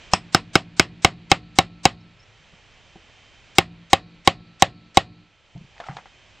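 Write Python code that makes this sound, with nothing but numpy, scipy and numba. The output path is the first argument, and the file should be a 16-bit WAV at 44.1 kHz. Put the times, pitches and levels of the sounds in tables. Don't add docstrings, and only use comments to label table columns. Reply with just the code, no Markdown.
import sys
import numpy as np
from scipy import signal
from scipy.fft import rfft, irfft
from scipy.io import wavfile
from numba import njit

SR = 44100
rng = np.random.default_rng(int(sys.argv[2]) if len(sys.argv) > 2 else 0)


def boost(x):
    u = np.asarray(x, float) / 20
    return 10 ** u


def materialize(psi):
    bounded = np.clip(np.atleast_2d(psi).T, -1, 1)
    quanta = np.round(bounded * 32767).astype(np.int16)
    wavfile.write(sys.argv[1], SR, quanta)


N = 282240
SCATTER_DB, DETUNE = 1.3, 0.005
HISS_TOP_HZ = 8150


def add(out, s, x):
    i = int(s * SR)
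    out[..., i:i + x.shape[-1]] += x[..., :N - i]


def ring(modes, seconds, push_s):
    hz, db, t60 = np.transpose(modes)[:, :, None]
    t = np.arange(int(seconds * SR)) / SR
    sign = (-1) ** np.arange(len(hz))[:, None]
    free = np.sum(sign * boost(db - 60 * t / t60) * np.sin(2 * np.pi * hz * t), axis=0)
    push = np.hanning(int(push_s * SR) + 3)
    return np.convolve(free, push / push.sum())[:len(t)]


def band(hz, ratio, size):
    sos = signal.butter(2, [hz / ratio, hz * ratio], "band", fs=SR, output="sos")
    x = signal.sosfilt(sos, rng.standard_normal((2, size)))
    return x / x.std()


def pair(mid_side, side_db):
    return mid_side[0] + boost(side_db) * mid_side[1] * np.array([[1], [-1]])


def tails(table, build_s, side_db, size):
    t = np.arange(size) / SR
    luck_db = 0.8 * rng.standard_normal(len(table))
    out = np.zeros((2, size))
    for (hz, db, t60, ratio), extra_db in zip(table, luck_db):
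        envelope = boost(db + extra_db - 60 * t / t60) * (1 - np.exp(-t / build_s))
        noise = band(hz, max(ratio, 1.001), size)
        out += envelope * pair(noise, side_db + 0.001 * hz)
    return out


# t/s, strength/dB, crack level/dB, damping by the grip [1], rivet stage [0 loose - 4 firm]
BLOWS = [(0.1352, -3.5, -4, 1.6, -1), (.347, 1, -3.5, 1.4, 1.03), (0.5547, 2, -4.5, 1.4, 1.73),
         (0.7964, 3, -0.5, 1.5, 2), (1.0473, 4, -3, 1.2, 3), (1.316, 3, -1.5, 1.1, 3.5),
         (1.587, 3, 0, 1, 3.5), (1.854, 2.5, -1.5, 1.02, 3.5), (3.584, 1.5, -0.5, 1.1, 3),
         (3.9316, 2, -2.5, 1.1, 4.5), (4.275, 2.5, -5.5, 1.1, 4.5), (4.6228, 2.5, 0, 1.3, 4.5),
         (4.972, 2.5, -3, 1.1, 4)]


def hammer():
    out = np.zeros((2, N))
    for s, blow_db, crack_db, damp, stage in BLOWS:
        parts = (
            (-3, ring(rod_modes(stage, damp), 0.2, 0.00005)),
            (crack_db + 2.5, crack()),
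            (4 * stage, seated_rivet()),
            (min(-3.5 + stage, -0.1), table_thud()),
            (-24, camera_shake()),
            (0, echoes()),
            (-3.5 * stage, rod_song()),
            (-0.5 * stage, table_rings()),
            (1.9 * stage, jars()),
            (0, buzz()),
            (3 * (stage - 5), hum()),
        )
        for db, part in parts:
            add(out, s, boost(blow_db + db) * part)
    return out


# f/Hz, width/Hz, level/dB
LOOSE_MODES = [(174, 25, 2), (300, 45, -12), (765, 70, 0), (1010, 90, -3), (1225, 73, -2), (1720, 70, -14),
               (2740, 70, -8), (3370, 60, -11), (4320, 65, -14), (4830, 50, -16), (5230, 60, -8),
               (5520, 66, -10), (5970, 70, -10), (6950, 100, -13)]
ROD_HZ = [345, 176, 772, 1110, 1230, 1525, 1800, 2180, 2680, 2920, 3230, 3830, 5200, 7200]
# width/Hz, level/dB when biting, level/dB when rolling, level/dB when firm
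ROD_BALANCE = [(49.4, -8.5, -5.5, -17), (27, -5, -8.5, -16.5), (44, -4, -8, 5.5), (47, -10, -22, -2),
               (70, -1, -4.5, -24.5), (78.95, -3, -1.5, -21.5), (60, -23, -17.5, -16), (63, -12.5, 2, -9),
               (60, -21.5, -3, -10.5), (68.5, -21.5, -15.5, -10.5), (80, -14.5, -10.5, -7.5),
               (61, -22, -13, -4), (70, -5.5, -9.5, -19.5), (150, -16, -17.5, -24.5)]


def rod_modes(stage, damp):
    peaks = LOOSE_MODES
    if stage >= 0.5:
        peaks = [(hz, width, np.interp(stage, (1, 2, 4), db)) for hz, (width, *db) in zip(ROD_HZ, ROD_BALANCE)]
    modes = []
    for hz, width, db in peaks:
        detune, scatter = rng.standard_normal(2)
        level_db = db + SCATTER_DB * scatter + 20 * np.log10(width / 60)
        modes.append((hz * (1 + DETUNE * detune), level_db, 2.2 / (width * damp)))
    return modes


def crack():
    t = np.arange(400) / SR
    return boost(-60 * t / 0.0067) * pair(band(3700, 1.8, len(t)), -18)


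def seated_rivet():
    return ring([(550, -31, 0.085), (1640, -35, 0.0053)], 0.1, 0.0001)


# f/Hz, level/dB, t60/s
THUD = [(44.73, -25.5, 0.0067), (69.4, -26.5, 0.088), (100, -13, 0.051), (168, -16, 0.045),
        (366, -12.5, 0.041), (510, -22.5, 0.042)]


def table_thud():
    return ring(THUD, 0.21, 0.00015)


def camera_shake():
    modes = [(38, 0, 0.039), (65, -3, 0.08), (150, -5, 0.08)]
    return ring(modes, 0.22, 0.0027) * np.array([[1], [0.2]])


# f/Hz, level/dB, t60/s, half width [frequency ratio]
ECHOES = [(190, -28, 0.2, 1.9), (378, -16, 0.04, 1.4), (703, -19, 0.11, 1.1), (1126, -21.5, .12, 1.25),
          (1900, -24.5, .13, 1.1), (2670, -19, 0.11, 1.2), (3900, -28.5, 0.15, 1.2),
          (5300, -27, 0.056, 0.42), (7050, -34.5, 0.11, 1.1)]


def echoes():
    return tails(ECHOES, 0.003, -35.5, size=9000)


# f/Hz, level/dB, t60/s, half width [frequency ratio]
ROD_SONG = [(5250, -26, .12, 1.05), (8000, -36, .12, 1.04), (2600, -33, .14, 1.09)]


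def rod_song():
    return tails(ROD_SONG, 0.0015, -19.5, size=6000)


def settling():
    t = np.arange(SR // 2) / SR
    stop_db = -9 / (1 + np.exp((0.3 - t) / 0.01))
    return boost(stop_db - 60 * (2 * t) ** 6)


RING_HZ = [98, 109, 128, 170, 182, 222, 288, 302, 358, 468]
# level/dB, t60/s
RING_DECAY = [(-45, .7), (-41, 0.8), (-41, .7), (-38, 1.1), (-47, 1.1), (-49, 1.3), (-50, 0.8), (-50, 1.4),
              (-56, 1.1), (-58, .7)]


def table_rings():
    modes = []
    for hz, (db, t60) in zip(RING_HZ, RING_DECAY):
        scatter, detune = rng.standard_normal(2)
        modes.append((hz * (1 + DETUNE * detune), db + SCATTER_DB * scatter, t60))
    return settling() * ring(modes, 0.5, 0.0002)


# f/Hz, level/dB, t60/s
JARS = [(733, -48, 0.32), (1082, -58, .35), (1325, -71, 2.4)]


def jars():
    return ring(JARS, 0.79, 0.00005)


# f/Hz, level/dB, t60/s, half width [frequency ratio]
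BUZZ = [(55, -47, .7, 1.4), (130, -50, .8, 1.4), (280, -55, .8, 1.4), (700, -57, .6, 1.25),
        (2450, -60, .9, 1.03)]


def buzz():
    return settling() * tails(BUZZ, 0.011, -27, size=SR // 2)


# f/Hz, level/dB, t60/s, half width [frequency ratio]
HUM = [(3850, -62, 1.5, 1.025), (4300, -59, 1.5, 1.06)]


def hum():
    return settling() * tails(HUM, 0.011, -27.5, size=SR // 2)


def handling():
    out = bumps() + ticks() + sliding_strap() + squeaks()
    return signal.sosfilt(signal.butter(6, HISS_TOP_HZ - 500, fs=SR, output="sos"), out)


# t/s, peak level/dB, f/Hz, t60/s
BUMPS = [(2.402, -54, 150, 0.2), (2.534, -41.5, 170, 0.039), (2.956, -41, 184, 0.057),
         (2.956, -47, 336, 0.11), (2.148, -52.5, 100, 0.39), (2.28, -53, 108, 0.38),
         (2.957, -40.5, 756, 0.045), (3.091, -50, 121, 0.054), (5.552, -32.5, 136, 0.14),
         (5.56, -42, 694, 0.048), (5.57, -34, 150, 0.079), (5.61, -37, 168, 0.074),
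         (5.641, -40, 133, 0.061), (5.892, -29.5, 137.5, 0.13), (5.92, -49, 150.3, 0.37),
         (5.95, -41, 131, 0.073)]


def bumps():
    out = np.zeros((2, N))
    for s, db, hz, t60 in BUMPS:
        modes = [(hz, db, t60), (1.3 * hz, db - 9, 1.54 * t60), (2 * hz, db - 12.5, 0.47 * t60)]
        add(out, s, ring(modes, 0.2, 0.00103))
    return out


# t/s, peak level/dB, f/Hz, t60/s, click level/dB
TICKS = [(2.537, -50, 1190, 0.026, -1.5), (3.097, -49, 586, 0.046, -1), (5.578, -46, 3030, 0.0082, 7),
         (5.765, -50, 807, 0.072, -15), (5.78, -42, 1900, 0.023, -10), (5.801, -27.5, 690, 0.059, 17),
         (5.815, -33.5, 640, 0.03, -10), (5.837, -43, 1320, .03, 0), (5.84, -38, 1370, 0.064, -10),
         (5.866, -42.5, 1305, 0.097, 11), (5.886, -28, 774, 0.065, -17), (5.91, -35.5, 800, 0.067, -10),
         (5.968, -27, 826, 0.032, 15), (5.986, -35, 805, 0.049, 5), (6.057, -38.5, 795, 0.045, -8)]


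def ticks():
    out = np.zeros((2, N))
    t = np.arange(2000) / SR
    for s, db, hz, t60, click_db in TICKS:
        modes = [(hz, db, 0.58 * t60), (1.6 * hz, db - 3.5, 0.15 * t60), (2.56 * hz, db - 9.5, 0.49 * t60)]
        add(out, s, ring(modes, 0.1, 0.0001))
        click = pair(band(2360, 1.6, len(t)), -40)
        add(out, s, boost(db + click_db - 26.5 - 60 * t / 0.031) * click)
        rattle = pair(band(1.3 * hz, 1.76, len(t)), -34)
        add(out, s, boost(db - 13.5 - 60 * t / (2.8 * t60)) * rattle)
    return out


# t/s, level/dB
SLIDE = [
    (5.7, -54.5),
    (5.81, -39),
    (5.85, -42),
    (5.87, -27),
    (5.885, -39),
    (5.982, -35.5),
    (6.0, -40),
    (6.05, -58),
    (6.199, -67),
]


def sliding_strap():
    out = np.zeros((2, N))
    s, slide_db = np.transpose(SLIDE)
    size = SR // 2
    t = s[0] + np.arange(size) / SR
    grains = boost(2.1 * rng.exponential(size=size))
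    scrape = band(790, 1.13, size)
    scrape = scrape + boost(-7.5) * band(1700, 2.5, size)
    scrape = scrape + boost(-13) * band(4000, 1.9, size)
    add(out, s[0], boost(np.interp(t, s, slide_db) - 20.5) * grains * pair(scrape, -23))
    return out


# t/s, level/dB, f/Hz, length/s
SQUEAKS = [
    (2.0, -64, 5300, 0.025),
    (2.175, -63, 5300, 0.063),
    (2.212, -62, 5600, 0.039),
]


def squeaks():
    out = np.zeros((2, N))
    for s, db, hz, length_s in SQUEAKS:
        size = int(length_s * SR)
        noise = pair(band(hz, 1.015, size=4000), -18)[:, :size]
        add(out, s, boost(db) * np.hanning(size) * noise)
    return out


def dip(t, back_s):
    since = t - np.array(BLOWS)[:, :1]
    return np.tanh(np.sum((since > 0) * np.exp(-np.abs(since) / back_s), axis=0))


# f/Hz, level/dB
HISS = [(15, -7), (40, 3), (70, 1.5), (110, 1.5), (170, -6.5), (300, -9.5), (600, -7.5), (1300, -12),
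        (2500, -6.5), (3300, -10), (4500, -16.5), (6300, -20), (8300, -27), (11000, -58.5)]
# f/Hz, side minus mid level/dB
HISS_SIDE = [(60, -9), (110, -3), (200, -10.5), (380, -12.5), (700, -20), (1290, -19), (2380, -30.5),
             (4400, -19.5), (8120, -3), (15000, 3)]
# t/s, level/dB
HISS_DRIFT = [
    (0, 2),
    (2.0, -1.2),
    (3.5, 0.37),
    (5.0, -2.5),
    (5.4, -5),
    (5.7, -1.7),
    (6.4, -.3),
]
# f/Hz, level/dB, half width [frequency ratio]
WHINE = [(2417, -22, 1.006), (2490, -19, 1.008), (2832, -22, 1.004), (3101, -28, 1.001), (6202, -31, 1.001)]


def hiss():
    t = np.arange(N) / SR
    hz = np.maximum(np.arange(N // 2 + 1) * SR / N, 1)
    curves = []
    for table in (HISS, HISS_SIDE):
        table_hz, table_db = np.transpose(table)
        curves.append(np.interp(np.log(hz), np.log(table_hz), table_db))
    colour, side = curves
    spectrum = rfft(rng.standard_normal((2, N))) * boost([colour, colour + side])
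    spectrum = spectrum / (1 + (hz / HISS_TOP_HZ) ** 40)
    spectrum = spectrum / irfft(spectrum[0], N).std()

    blows = np.array([-9] + [row[0] for row in BLOWS])
    since = t - blows[np.searchsorted(blows, t) - 1]
    duck = np.exp(-(since / 0.3) ** 2)
    bite = np.minimum(0.3 + t / 1.1, 1)
    bass = 1 / (1 + (hz / 300) ** 4)
    treble = 1 / (1 + (4700 / hz) ** 16)
    parts = ((bass, -0.74), (1 - bass - treble, 0), (treble, -8.5 * duck * bite))
    out = sum(boost(db) * pair(irfft(spectrum * part, N), 0) for part, db in parts)

    whine_duck_db = -9 * duck
    for line_hz, db, ratio in WHINE:
        out = out + boost(db + whine_duck_db) * band(line_hz, ratio, N)[0]
    out = out + boost(-8.5 + whine_duck_db) * np.sin(2 * np.pi * 3101 * t)

    drift_db = np.interp(t, *np.transpose(HISS_DRIFT))
    level_db = -55.5 + drift_db + 1 * dip(t, 0.2) - 3.5 * dip(t, 2.2)
    pan_db = -1.7 * np.array([[0.5], [-0.5]])
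    return out * boost(level_db + 3 + pan_db)


def scene():
    return hammer() + handling() + hiss()


def smear():
    out = np.zeros((2, N))
    block_s, block_start_s, lead_min_s = 1024 / SR, 0.0192, 0.0185
    for s, *_ in BLOWS:
        lead_s = lead_min_s + (s - lead_min_s - block_start_s) % block_s
        db = -44 - 380 * (lead_s - lead_min_s)
        t = np.arange(int((lead_s + 0.015) * SR)) / SR
        tilt = 0.5 - t / lead_s
        noise = boost(-8 * tilt) * band(1400, 4.5, size=2600)[:, :len(t)]
        noise = noise + boost(-2.5 - 3.5 * tilt) * band(5200, 1.7, size=2600)[:, :len(t)]
        add(out, s - lead_s, boost(db) * signal.windows.tukey(len(t), 0.3) * pair(noise, -10))
    return out


@njit
def follow(x, attack, release):
    y, e = np.empty(len(x)), 0.
    for i in range(len(x)):
        e += (x[i] - e) * (attack if x[i] > e else release)
        y[i] = e
    return y


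def roll_off(x):
    return signal.sosfilt(signal.butter(12, 16460, fs=SR, output="sos"), x)


def record(dry):
    x = np.clip(dry, -1, 1)
    loud = np.roll(np.abs(x).max(axis=0), int(0.0061 * SR))
    quick = follow(loud, 0.0013, 1 / (0.035 * SR))
    slow = follow(loud, 0.013, 1 / (0.25 * SR))
    x = x * boost(-8 * quick - 10 * slow) + smear()
    cut = signal.firwin(201, 8800, window=("kaiser", 9), fs=SR)
    x = signal.fftconvolve(x, cut[None], "same", axes=1)
    return roll_off(np.clip(1.406 * x, -1, 1))


dry = scene()
out = record(dry)
materialize(out)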